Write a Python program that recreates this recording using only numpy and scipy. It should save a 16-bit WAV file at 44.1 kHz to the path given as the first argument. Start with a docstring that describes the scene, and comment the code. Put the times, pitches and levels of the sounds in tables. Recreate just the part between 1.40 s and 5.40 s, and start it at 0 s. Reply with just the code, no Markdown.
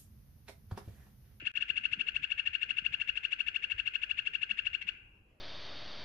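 """A small poison frog is trilling, about 13 notes a second, in a glass tank near the left microphone.
Each note is one quick upward sweep of a harmonic voice; it flashes out as its second harmonic
crosses the resonance of the throat. The glass reflects it, and the tank and the room ring on,
over a faint rumble and hiss, two knocks, soft bumps and a few ticks. Early on, the level dips briefly."""
import sys
import numpy as np
from scipy import signal
from scipy.fft import rfft, irfft
from scipy.io import wavfile
from scipy.ndimage import uniform_filter1d

SR = 44100
rng = np.random.default_rng(int(sys.argv[2]) if len(sys.argv) > 2 else 0)


def transcribe(u):
    """Save the signal u as a 16-bit wav file named by the first command-line argument.

    u: samples, shape (n,) or (channels, n), limited to [-1, 1]; the rate is SR.
    q: integer samples, one column per channel.
    """
    v = np.clip(np.atleast_2d(u).T, -1, 1)
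    q = np.round(v * 32767).astype(np.int16)
    wavfile.write(sys.argv[1], SR, q)


N = 176400


def amp(db):
    """The decibel law: amplitude grows tenfold every 20 dB."""
    return 10 ** (np.asarray(db) / 20)


def unit_rms(x):
    """Normalisation to unit mean power."""
    return x / np.sqrt(np.mean(x ** 2) + 1e-20)


def spectrum_at(table, hz):
    """Interpolation on log frequency; the frequency column alone is first put in rising order."""
    f, *columns = np.transpose(table)
    return np.array([np.interp(np.log(hz + 1), np.log(np.sort(f) + 1), c) for c in columns])


def add(mix, start_s, sound):
    """Superposition: a sound adds to the mix from start_s on."""
    part = mix[max(round(start_s * SR), 0):][:len(sound)]
    part += sound[:len(part)]


def through(x, responses):
    """Linear filtering: convolution with one impulse response per channel."""
    return signal.fftconvolve(x[None], responses, axes=1)[:, :len(x)]


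def band_noise(hz, octaves, count):
    """Spectral shaping: white noise under a Gaussian band on log frequency."""
    f = np.fft.rfftfreq(count, 1 / SR) + 1
    band = np.exp(-.5 * (np.log2(f / hz) / octaves) ** 2)
    return unit_rms(irfft(rfft(rng.standard_normal(count)) * band, count))


def note(db):
    """Periodic vibration of the vocal folds: a rising harmonic series, raspy until it settles."""
    peak_hz, peak_s, settle_s = 1377.7, .024, .018
    attack_s, hold_s, release_s = .023, .0071, .0046
    t = np.arange(0, attack_s + hold_s + release_s, 1 / SR)
    wander, air = rng.standard_normal((2, SR // 10))[:, :len(t)]
    unsettled = np.clip(1 - t / settle_s, 0, 1)
    jitter = (.0067 + .12 * unsettled) * unit_rms(uniform_filter1d(wander, size=40))
    octaves_per_s = 36 * (1 + .041 * rng.standard_normal())
    pitch_hz = peak_hz * 2 ** (octaves_per_s * (t - peak_s)) * (1 + jitter)
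    phase = 2 * np.pi * np.cumsum(pitch_hz) / SR
    fundamental_db = -7.5 * (1 - np.minimum(t / peak_s, 1) ** 2)  # fills in as the note settles
    folds = amp(fundamental_db) * np.cos(phase) + sum(np.cos(k * phase) for k in range(2, 10))
    rasp = (amp(-14) + unsettled) * np.sqrt(10) * air
    attack = np.minimum(t / attack_s, 1) ** 1.325
    release = np.clip((t[-1] - t) / release_s, 0, 1)
    return amp(db) * attack * release * (folds + rasp)


def trill(run_up_s=.25):
    """A nearly periodic pulse train of notes, beginning run_up_s ahead of time zero."""
    # notes at their loudest moment: t/s, source level/dB
    notes = [(0.0713, -1), (0.173, -1.3), (0.2242, -1.8), (0.3018, -1.2), (0.3777, -1.2), (0.4546, -1.4),
             (0.5341, -1.5), (0.6107, -1.5), (0.687, -2.3), (0.7646, -1.5), (0.8424, -1.8), (0.9197, -1.8),
             (0.996, -1.6), (1.0739, -1.5), (1.1514, -1.5), (1.2306, -1.7), (1.3077, -1.5), (1.3856, -1.6),
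             (1.4632, -1.5), (1.5421, -2), (1.6167, -2.1), (1.6931, -1.5), (1.7742, -2.9), (1.851, -1.4),
             (1.9302, -0.9), (2.0066, -1.9), (2.0836, -1.8), (2.1621, -1.6), (2.2416, -2), (2.3185, -1.9),
             (2.398, -2), (2.4761, -1.6), (2.5557, -1.8), (2.6355, -2.6), (2.7123, -2.2), (2.7907, -1.8),
             (2.8726, -2), (2.9522, -2.2), (3.032, -2), (3.112, -2), (3.191, -2), (3.2695, -2.1),
             (3.3493, -2.9), (3.4889, -2.34)]
    # notes before time zero, whose ringing carries over: t/s
    earlier_notes = [-0.2, -0.07, -0.016]
    lead_s = .024 + .0009  # rise to the peak, plus the lag of the resonance
    voice = np.zeros(N + round(run_up_s * SR))
    for s, db in [(s, notes[0][1]) for s in earlier_notes] + list(notes):
        add(voice, run_up_s + s - lead_s, note(db))
    add(voice, run_up_s + 3.408, note(db=-1)[:round(.0175 * SR)])  # breaks off before its peak
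    return voice


def throat_and_glass(voice, size=4096):
    """Source and filter: resonances colour the voice, and reflections interfere with the direct sound."""
    # throat and tank response at each microphone: f/Hz, left level/dB, right level/dB
    resonances = [(700, -60.5, -66), (1130, -56, -60.5), (1360, -60, -65), (1453, -52, -37.5),
                  (1436, -43, -41), (1652, -30.5, -47.5), (1863, -28.5, -45), (1954, -46.5, -52),
                  (2222, -24.5, -39), (2496, -37.5, -43.5), (2568, -22.5, -41), (2742, -13, -40),
                  (2876.6, -17.5, -33.5), (2946, -43.5, -40.5), (3080, -34.5, -49), (3650, -37.5, -65),
                  (4084, -65, -60), (4204, -40.5, -55.5), (4385, -70.5, -66.5), (4590, -55, -55.5),
                  (5230, -71.5, -77), (5614, -63, -53.5), (6400, -83.5, -75), (7000, -83.5, -72),
                  (6590, -63, -62), (7200, -66, -67.5), (8210, -71, -71), (8560, -105, -105)]
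    # reflections off the glass: delay t/s, left level/dB, right level/dB
    walls = [(.0034, -29.5, -7), (.0066, -38.5, -5), (.0098, -29.5, -17), (0.0148, -27.5, -31)]
    log_gain = np.log(amp(spectrum_at(resonances, abs(np.fft.fftfreq(size, 1 / SR)))))
    minimum_phase = np.exp(signal.hilbert(log_gain).conj())
    direct = np.fft.ifft(minimum_phase).real[:, :size // 2]
    hz = np.fft.rfftfreq(size, 1 / SR)
    comb = 1 + sum(amp([[left], [right]]) * np.exp(-2j * np.pi * hz * s) for s, left, right in walls)
    return through(voice, irfft(rfft(direct, size) * comb))


def diffuse_tail(x, bands, build_s, size=512):
    """Reverberation: dense reflections act as noise that builds up, then decays exponentially by band."""
    hz, t, noise = signal.stft(rng.standard_normal((2, SR)), SR, nperseg=size)
    left, right, t60 = spectrum_at(bands, hz)[:, :, None]
    unit_energy = np.sqrt(2 * np.log(1000) / (t60 * SR))
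    fade = amp(np.array([left, right]) - 60 * t / t60) * unit_energy
    tail = signal.istft(noise * fade, SR, nperseg=size)[1]
    build = 1 - np.exp(-(np.arange(tail.shape[1]) / SR / build_s) ** 2)
    return through(x, tail * build)


def tank_modes(voice):
    """Normal modes: each note excites narrow resonances of the enclosure, which ring as damped sines."""
    # modes: f/Hz, left level at resonance/dB, decay t60/s
    modes = [(1580, -41.5, 0.47), (2260, -43.5, .5), (2770, -28.5, 0.36)]
    t = np.arange(SR) / SR
    response = np.zeros(SR)
    for hz, db, t60 in modes:
        unit_gain = 2 * np.log(1000) / (t60 * SR)
        response += amp(db - 60 * t / t60) * unit_gain * np.sin(2 * np.pi * hz * t)
    return through(voice, response * amp([[0], [-5.5]]))  # weaker on the right


def tank_wash(voice):
    """Reverberation in a small enclosure: a short wash inside the tank."""
    # tank reverberation: f/Hz, left level/dB, right level/dB, decay t60/s
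    bands = [(800, -74, -75.5, 0.048), (1190, -57.5, -62.5, 0.026), (1610, -46, -52.5, 0.15),
             (2630, -48, -36, 0.036), (3700, -58, -45, 0.076), (5500, -59.5, -71.5, 0.05),
             (8100, -81.5, -87, 0.1), (8700, -105, -105, .05)]
    return diffuse_tail(voice, bands, build_s=.0015)


def room_ring(voice):
    """Reverberation in a larger enclosure: the room builds more slowly and rings longer."""
    # room reverberation: f/Hz, left level/dB, right level/dB, decay t60/s
    bands = [(756, -62, -69.5, .6), (1267, -57.5, -58, 0.36), (1612, -38, -39.5, 0.82),
             (1865, -40, -51, 0.51), (2200, -35.5, -38, 0.53), (2615, -38.5, -40, 1),
             (2760, -28, -33.5, 0.87), (3040, -49, -47.5, 0.35), (3080, -45.5, -49, .55),
             (3750, -62, -61.5, 0.48), (5500, -69, -73, 0.32), (8100, -80, -77.5, 0.49),
             (8700, -110, -110, .3)]
    return diffuse_tail(voice, bands, build_s=.015)


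def rumble(size=2048):
    """Partial coherence: room noise swells in patches, alike in both channels at low frequencies."""
    # spectral density of the rumble: f/Hz, relative level/dB
    density = [(15, -18), (35, -1), (62, 0.2), (120, -9), (250, -15), (500, -20), (900, -26), (1900, -31),
               (2900, -25), (3700, -45), (8100, -48), (8900, -58)]
    # likeness of left and right: f/Hz, coherence (0 to 1)
    likeness = [(30, 1), (90, 0.99), (180, .9), (350, 0.85), (700, 0.1), (3000, 0.12)]
    patch_db, swell_db, hop = 2.5, .87, size // 4
    frames, hz = N // hop + 5, np.fft.rfftfreq(size, 1 / SR)
    left_re, left_im, other_re, other_im, patches = rng.standard_normal((frames, len(hz), 5)).T
    patches = uniform_filter1d(patches, size=8, axis=0)  # smooth over frequency, then over time
    patches = unit_rms(uniform_filter1d(patches, size=5, axis=1))
    swell = unit_rms(uniform_filter1d(rng.standard_normal(frames), size=6))
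    coherence = np.clip(spectrum_at(likeness, hz).T, -1, 1)
    left = left_re + 1j * left_im
    right = coherence * left + np.sqrt(1 - coherence ** 2) * (other_re + 1j * other_im)
    gain = amp(spectrum_at(density, hz).T + patch_db * patches + swell_db * swell)
    noise = signal.istft(np.array([left, right]) * gain, nperseg=size, noverlap=size - hop)[1]
    return amp(-64) * unit_rms(noise[:, :N])


def hiss(hz=11300, width_hz=1200, db=-92):
    """Incoherent noise: a thin high band, independent in each channel."""
    octaves = width_hz / hz / np.log(2)
    return amp(db) * np.array([band_noise(hz, octaves, N) for _ in range(2)])


def knocks():
    """Damped oscillation: gritty thuds whose pitch drops as they die."""
    # knocks: onset t/s, level/dB
    events = [(0.02, -46), (0.294, -44)]
    top_hz, end_hz = 772, 72.5
    drop_s, rise_s, fade_s = .007, .0099, .013
    out, t = np.zeros(N), np.arange(SR // 4) / SR
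    for s, db in events:
        hz = end_hz + (top_hz - end_hz) * np.exp(-t / drop_s)
        tone = np.sin(2 * np.pi * np.cumsum(hz) / SR)
        grit = .63 * band_noise(hz=150, octaves=1, count=len(t))
        envelope = np.minimum(t / rise_s, 1) * np.exp(-t / fade_s)
        add(out, s, amp(db) * envelope * (tone + grit))
    return out


def bumps():
    """Amplitude modulation: low noise under a rounded envelope is heard as a soft, dull bump."""
    # bumps: t/s (just past the peak), level/dB, centre f/Hz, length t/s
    events = [(.2, -61.5, 170, .03), (0.529, -58, 140, 0.037), (0.593, -56.5, 170, 0.088),
              (0.777, -55.5, 60, 0.11), (0.811, -59, 150, 0.051), (1.087, -55.5, 85, 0.036),
              (1.436, -61, 140, 0.043), (1.524, -58.5, 100, 0.08), (1.69, -64.5, 110, .04),
              (2.369, -55, 56, .11), (2.824, -70, 95, 0.055), (2.997, -58.5, 90, .05),
              (3.124, -62.5, 160, 0.063), (3.322, -60, 68, 0.051), (3.463, -64, 150, .03)]
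    out, t = np.zeros(N), np.arange(SR // 4) / SR
    for s, db, hz, length_s in events:
        rise_s = .27 * length_s
        envelope = t / rise_s * np.exp(1 - t / rise_s)
        add(out, s - 1.6 * rise_s, amp(db) * envelope * band_noise(hz, octaves=.59, count=len(t)))
    return out


def ticks():
    """Exponential decay: high noise that dies within milliseconds is heard as a tiny tick."""
    # ticks: onset t/s, level/dB, centre f/Hz, width/octaves, decay t/s
    events = [(1.997, -70.5, 11500, .13, .003), (2.655, -79, 11500, .15, .003),
              (3.423, -58, 4500, 0.91, 0.00082)]
    out, t = np.zeros(N), np.arange(SR // 4) / SR
    for s, db, hz, octaves, decay_s in events:
        add(out, s, amp(db) * np.exp(-t / decay_s) * band_noise(hz, octaves, len(t)))
    return out


def scene():
    """Superposition of the frog, its tank, the room and the faint background sounds."""
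    voice = trill()
    frog = throat_and_glass(voice) + tank_modes(voice) + tank_wash(voice) + room_ring(voice)
    return frog[:, -N:] + rumble() + hiss() + bumps() + knocks() + ticks()


def record(dry):
    """Gating and band limiting: one short, abrupt dip in level, then a low-pass filter."""
    dip_start_s, dip_end_s, dip_db, cutoff_hz = .1175, .1395, -26.5, 14500
    t = np.arange(N) / SR
    gate = np.where((t > dip_start_s) & (t < dip_end_s), amp(dip_db), 1.)
    low_pass = signal.firwin(511, cutoff_hz, window=("kaiser", 9), fs=SR)
    return signal.oaconvolve(dry * gate, low_pass[None], "same")


dry = scene()
out = record(dry)
transcribe(out)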